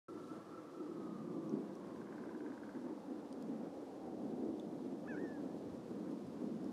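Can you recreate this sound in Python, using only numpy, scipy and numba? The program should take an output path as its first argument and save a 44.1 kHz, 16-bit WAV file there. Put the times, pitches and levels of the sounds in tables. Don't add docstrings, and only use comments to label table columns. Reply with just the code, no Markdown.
import sys
import numpy as np
from scipy import signal
from scipy.fft import rfft, irfft
from scipy.io import wavfile
from scipy.ndimage import uniform_filter1d
from numba import njit

SR = 44100
rng = np.random.default_rng(int(sys.argv[2]) if len(sys.argv) > 2 else 0)


def to_wav(sig):
    pcm = np.clip(np.atleast_2d(sig), -1, 1) * 32767
    pcm = np.round(pcm).astype(np.int16)
    wavfile.write(sys.argv[1], SR, pcm.T)


N = 296352
TIME = np.arange(N) / SR

# (frequency [Hz], relative density [dB])
EXHAUST_SPECTRUM = [(20, -43), (35, -48.5), (55, -40), (85, -23), (125, -17.5), (160, -10), (205, -3),
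                    (310, 1), (425, -7), (495, -9), (620, -14.5), (790, -19), (1350, -32), (1970, -40.5),
                    (2700, -51.5), (4500, -87)]
# (time [s], gain [0-1], delay [s])
GROUND_REFLECTION = [(0.1, 0.31, 0.006), (1.6, 0.4, 0.0058), (2.0, 0.18, 0.0055), (2.3, 0, 0.0045),
                     (2.6, 0.3, 0.0036), (3.5, 0.38, 0.00406), (4.3, 0.1, 0.0036), (5.4, 0.18, 0.00398),
                     (6.3, 0.2, 0.0041)]
# (time [s], relative level [dB])
BOOM_ENVELOPE = [(0.1, -66), (0.85, -74), (0.89, -66), (1.5, -66.5), (2.1, -69), (3.35, -73.5),
                 (3.95, -69.5), (4.4, -66), (5.63, -67), (5.7, -57), (6.2, -74), (6.26, -55), (6.35, -68),
                 (6.7, -66)]
DEEP_ENVELOPE = [(0.1, -62), (0.32, -57.5), (0.63, -66), (1.13, -48.5), (1.46, -50.5), (1.53, -41.5),
                 (1.73, -54), (3.35, -55), (3.43, -46.5), (3.68, -48), (3.77, -65), (4.09, -50),
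                 (6.39, -50.5), (6.5, -44.5), (6.68, -47.5), (6.7, -43.5)]
BODY_ENVELOPE = [(0.1, -48.5), (0.26, -51.5), (0.318, -48), (0.36, -59.5), (0.61, -53.5), (0.63, -58.5),
                 (0.82, -43), (1.24, -52), (1.37, -43.5), (1.44, -48), (1.5, -39), (1.59, -44.5),
                 (1.64, -49), (2.09, -51), (2.3, -46.5), (2.42, -42.5), (2.6, -50.5), (2.74, -55),
                 (2.79, -46), (2.95, -46), (2.99, -57), (3.12, -44), (3.24, -51.5), (3.4, -49),
                 (3.62, -46.5), (3.89, -53), (4.12, -47), (4.55, -43.5), (4.62, -48), (4.93, -44.5),
                 (5.08, -51.5), (5.12, -44), (5.26, -46), (5.87, -50.5), (6.1, -45.5), (6.37, -52),
                 (6.42, -43.5), (6.7, -47)]
ROAR_ENVELOPE = [(0.1, -59), (0.65, -60.5), (1.22, -57.5), (1.45, -56), (2.05, -58), (2.8, -59), (3.5, -55),
                 (4.55, -54.5), (5.7, -55.5), (6.7, -57.5)]
RUSH_ENVELOPE = [(0.1, -68), (0.9, -67.5), (1.6, -66), (2.6, -65), (4.0, -68.5), (5.0, -68.5), (6.7, -67)]


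def jet_rumble(ground_cutoff_hz=613):
    # (low edge [Hz], high edge [Hz], envelope, trim [dB], flutter scale [ratio])
    bands = [(1, 138, BOOM_ENVELOPE, 0, 1),
             (138, 245, DEEP_ENVELOPE, -1.0, 1),
             (245, 425, BODY_ENVELOPE, -1.14, 1),
             (425, 980, ROAR_ENVELOPE, 1.0, 0.64),
             (980, SR, RUSH_ENVELOPE, 0, 0.64)]
    bounce, delay_s = curves(GROUND_REFLECTION)
    snow = signal.butter(2, ground_cutoff_hz, fs=SR, output="sos")
    shared_flutter = 1.13 * wobble(rate_hz=12)
    out = np.zeros(N)
    for low_hz, high_hz, envelope, trim_db, flutter_scale in bands:
        level_db, = curves(envelope)
        band = noise(lambda f: amp(at_hz(EXHAUST_SPECTRUM, f)) * band_gain(f, low_hz, high_hz))
        reflection = bounce * np.interp(TIME - delay_s, TIME, signal.sosfiltfilt(snow, band))
        flutter_db = flutter_scale * (shared_flutter + 1.06 * wobble(rate_hz=7.8))
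        out += steadied(band + reflection, window_s=0.09) * amp(level_db + trim_db + flutter_db)
    return out


# (time [s], gain [dB])
FAN_SWELLS = [(0.09, 7.5), (0.125, -7), (0.225, 4), (0.255, -5), (0.324, 5), (0.358, -5), (0.394, 1),
              (0.43, -6.5), (0.575, 6), (0.635, -11), (0.68, -4), (0.81, 2.5), (0.89, -5.5), (1.05, -0.5),
              (1.4, -1), (1.65, -4), (2.0, -1), (2.75, -0.5), (3.2, -7), (4.15, 6), (5.0, 0)]


def jet_whine(approach_hz=1336.4, receding_hz=443, pass_s=0.716, sink_s=3.215, behind_s=5.3):
    ahead_blur_hz, passing_blur_hz, blur_grow_s = 59.4, 102, 0.23
    since_pass_s = np.maximum(TIME - pass_s, 0)
    pitch_hz = receding_hz + (approach_hz - receding_hz) * np.exp(-since_pass_s / sink_s)
    blur_hz = passing_blur_hz + (ahead_blur_hz - passing_blur_hz) * np.exp(-since_pass_s / blur_grow_s)
    tail_on_db = -12 * np.maximum(TIME - behind_s, 0)
    fade_db = -64 - 1.3 * TIME + tail_on_db
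    swell_db, = curves(FAN_SWELLS)
    tone = blurred_tone(pitch_hz, blur_hz) * amp(swell_db + 2 * wobble(rate_hz=8.1))
    skirt = amp(-2.8) * blurred_tone(0.888 * pitch_hz, width_hz=np.full(N, 280))
    return amp(fade_db) * (tone + skirt)


# (frequency [Hz], relative level [dB], t60 [s])
TRUNK_MODES = [(1180, -7, 0.007), (1440, -4.5, 0.008), (1620, 0, 0.009), (2050, -6.5, 0.007)]


def woodpecker(start_s=1.9048, strikes=16, gap_s=0.0545, slowing_s=0.00012, full_db=-49.5):
    rise_s, bounce_s, bounce_gain = 0.0024, 0.00189, 0.4
    out, t = np.zeros(N), np.arange(1500) / SR
    attack = np.sin(np.pi / 2 * np.minimum(t / rise_s, 1)) ** 2
    for k in range(strikes):
        onset_s = start_s + gap_s * k + slowing_s * k ** 2
        peak_db = full_db - 14 * np.exp(-k / 1.4) - 2.5 * (k == strikes - 1)
        detunes = 1 + 0.024 * rng.standard_normal(len(TRUNK_MODES))
        ring = attack * sum(amp(db - 60 * t / t60_s) * np.sin(2 * np.pi * hz * detune * (t - rise_s))
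                            for (hz, db, t60_s), detune in zip(TRUNK_MODES, detunes))
        knock = amp(peak_db) * ring / abs(ring).max()
        add(out, onset_s, knock)
        add(out, onset_s + bounce_s, bounce_gain * knock)
    return out


# (time [s], pitch [Hz], relative level [dB])
SQUEAL_CONTOUR = [(5.056, 570, -73), (5.073, 610, -66), (5.082, 850, -61), (5.096, 880, -57),
                  (5.152, 712, -61), (5.175, 835, -62.5), (5.183, 795, -64), (5.196, 896, -67),
                  (5.215, 932, -70), (5.25, 917, -67), (5.278, 880, -69), (5.33, 862, -68),
                  (5.378, 808, -74), (5.425, 750, -88)]
# (multiple of pitch, gain in yelp [dB], gain in tail [dB])
SQUEAL_HARMONICS = [(1, -17, -20), (2, 1.5, 2.5), (3, -13, -26), (4, -28, -33)]
# (time [s], centre [Hz], gain [dB])
THROAT_RESONANCE = [(5.095, 6100, -36), (5.125, 6200, -23), (5.16, 5700, -25), (5.2, 5500, -28),
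                    (5.27, 5400, -18), (5.38, 5100, -21)]


def gull(trim_db=3, shimmer_db=1.2, break_s=5.175, break_width_s=0.015, throat_width_hz=750):
    pitch_hz, level_db = curves(SQUEAL_CONTOUR)
    jitter = 0.0048 + 0.031 * np.exp(-((TIME - break_s) / break_width_s) ** 2)
    phase = 2 * np.pi * np.cumsum(pitch_hz * (1 + jitter * wobble(rate_hz=215))) / SR
    tail_mix = np.clip((TIME - break_s) / 0.035 + 0.5, 0, 1)
    voice = sum(amp(yelp_db + (tail_db - yelp_db) * tail_mix) * np.sin(round(k) * phase)
                for k, yelp_db, tail_db in SQUEAL_HARMONICS)
    throat_hz, throat_db = curves(THROAT_RESONANCE)
    for k in range(5, 10):
        response = np.exp(-((k * pitch_hz - throat_hz) / throat_width_hz) ** 2)
        voice += amp(throat_db) * response * np.sin(k * phase)
    start_s, end_s = SQUEAL_CONTOUR[0][0], SQUEAL_CONTOUR[-1][0]
    gate = np.clip(np.minimum(TIME - start_s, end_s - TIME) / 0.0048, 0, 1)
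    return np.sqrt(2) * voice * gate * amp(level_db + trim_db + shimmer_db * wobble(rate_hz=70))


# (time [s], level [dB], mode 1 [Hz], mode 2 [Hz], mode 2 gain [dB], mode t60 [s],
# snap gain [dB], snap top [Hz])
TWIG_TICKS = [(0.242, -59, 3900, 8800, -12, .012, 0, 8000), (1.494, -52, 5600, 6370, -2, 0.0084, -5, 8000),
              (1.7532, -55, 5670, 9700, -14, 0.0075, 2, 11000),
              (1.871, -64, 5200, 9000, -5, .008, 0, 10000), (3.3262, -54, 8800, 9500, 0, .008, 1, 10500),
              (3.3268, -52.5, 4800, 3200, -6, 0.010, 8, 6500),
              (3.4247, -53.5, 5000, 9400, -2, 0.0045, 5, 11500),
              (4.597, -49, 3490, 6330, -13, 0.017, -3, 10000), (6.114, -62, 5200, 9500, -3, .01, 0, 11000),
              (6.2674, -62, 5000, 8500, -4, .008, 0, 11000), (6.643, -59, 5540, 9600, -4, .011, 4, 11000)]


def twigs(snap_t60_s=0.0063, rise_s=0.00092, snap_low_hz=2700):
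    out, t = np.zeros(N), np.arange(1200) / SR
    for onset_s, level_db, mode1_hz, mode2_hz, mode2_db, t60_s, snap_db, top_hz in TWIG_TICKS:
        modes = np.sin(2 * np.pi * mode1_hz * t) + amp(mode2_db) * np.sin(2 * np.pi * mode2_hz * t)
        ring = modes * amp(-60 * t / t60_s)
        snap_band = signal.butter(2, [snap_low_hz, top_hz], "bandpass", fs=SR, output="sos")
        snap = signal.sosfilt(snap_band, rng.standard_normal(len(t)))
        snap *= amp(snap_db - 60 * t / snap_t60_s)
        add(out, onset_s, amp(level_db) * (ring + snap) * np.minimum(t / rise_s, 1))
    return out


# (peak time [s], rise [s], fade [s], centre [Hz], width [Hz], level [dB])
FAINT_SWELLS = [(0.35, 0.15, 0.23, 1720, 180, -79), (0.33, 0.18, 0.05, 9000, 800, -86)]


def faint_swells():
    out = np.zeros(N)
    for peak_s, rise_s, fade_s, centre_hz, width_hz, level_db in FAINT_SWELLS:
        spread_s = np.where(TIME < peak_s, rise_s, fade_s)
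        swell = np.exp(-((TIME - peak_s) / spread_s) ** 2 / 2)
        smear = noise(lambda f: np.exp(-2 * ((f - centre_hz) / width_hz) ** 2))
        out += amp(level_db) * swell * smear
    return out


# (frequency [Hz], relative density [dB])
HISS_SPECTRUM = [(1180, -18), (2000, -6.5), (2770, -5), (3610, -4.5), (5300, -6.5), (11200, -15.5),
                 (15500, -26.5)]
# (time [s], relative level [dB])
HISS_ENVELOPE = [(0.1, -75.5), (0.33, -74), (0.45, -76), (3.0, -76), (5.0, -75.5), (5.25, -75), (5.6, -75),
                 (6.7, -74.5)]


def hiss(trim_db=1.5, flicker_db=0.54):
    level_db, = curves(HISS_ENVELOPE)
    air = noise(lambda f: amp(at_hz(HISS_SPECTRUM, f)))
    return air * amp(level_db + trim_db + flicker_db * wobble(rate_hz=28))


# (frequency [Hz], t60 [s])
WOODS_DECAY = [(300, 1.3), (1600, 1.1), (4000, 0.49), (10000, 0.14)]


def woods(x, echoes_per_s=2000):
    taps = rng.standard_normal(SR) * (rng.random(SR) < echoes_per_s / SR)
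    hz, t, spectra = signal.stft(taps, SR, nperseg=256)
    decay = amp(-60 * t / at_hz(WOODS_DECAY, hz)[:, None])
    _, tail = signal.istft(spectra * decay, SR, nperseg=256)
    return signal.fftconvolve(x, tail / np.linalg.norm(tail))[:N]


def amp(db):
    return 10 ** (np.asarray(db) / 20)


def unit(x):
    return x / np.sqrt(np.mean(x ** 2) + 1e-20)


def curves(table):
    times_s, *columns = np.transpose(table)
    return [np.interp(TIME, times_s, column) for column in columns]


def at_hz(table, hz):
    table_hz, values = np.transpose(table)
    return np.interp(np.log(hz + 1), np.log(table_hz + 1), values)


def add(mix, onset_s, sound):
    part = mix[max(round(onset_s * SR), 0):][:len(sound)]
    part += sound[:len(part)]


def noise(gain):
    spectrum = rfft(rng.standard_normal(N)) * gain(np.fft.rfftfreq(N, 1 / SR))
    return unit(irfft(spectrum, N))


def wobble(rate_hz):
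    return noise(lambda f: np.exp(-(f / rate_hz) ** 2))


def steadied(x, window_s):
    power = uniform_filter1d(x ** 2, max(int(window_s * SR), 64))
    return x / np.sqrt(abs(power) + 1e-9)


def band_gain(hz, low_hz, high_hz):
    below = lambda edge_hz: 1 / (1 + (hz / edge_hz) ** 16)
    return np.sqrt(abs(below(high_hz) - below(low_hz)))


@njit
def smooth(x, pole):
    out = x.copy()
    for i in range(1, len(x)):
        out[i] = pole[i] * out[i - 1] + (1 - pole[i]) * x[i]
    return out


def blurred_tone(hz, width_hz):
    carrier = np.exp(2j * np.pi * np.cumsum(hz) / SR)
    pole = np.exp(-np.pi * width_hz / SR)
    x = rng.standard_normal(N)
    for _ in range(3):
        x = (carrier * smooth(x / carrier, pole)).real
    return steadied(unit(x), window_s=0.064)


def scene(drum_echo_db=-9, gull_echo_db=-17.5, twig_echo_db=-14):
    drum, squeal, ticks = woodpecker(), gull(), twigs()
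    echoes = woods(amp(drum_echo_db) * drum + amp(gull_echo_db) * squeal + amp(twig_echo_db) * ticks)
    return (jet_rumble() + jet_whine() + hiss() + faint_swells() + drum + squeal + ticks + echoes)[None]


def record(dry, start_s=0.083, fade_s=0.002, cutoff_hz=15700):
    fade_in = np.clip((TIME - start_s) / fade_s, 0, 1)
    lowpass = signal.firwin(511, cutoff_hz, window=("kaiser", 9), fs=SR)
    return signal.oaconvolve(dry * fade_in, lowpass[None], "same")


dry = scene()
out = record(dry)
to_wav(out)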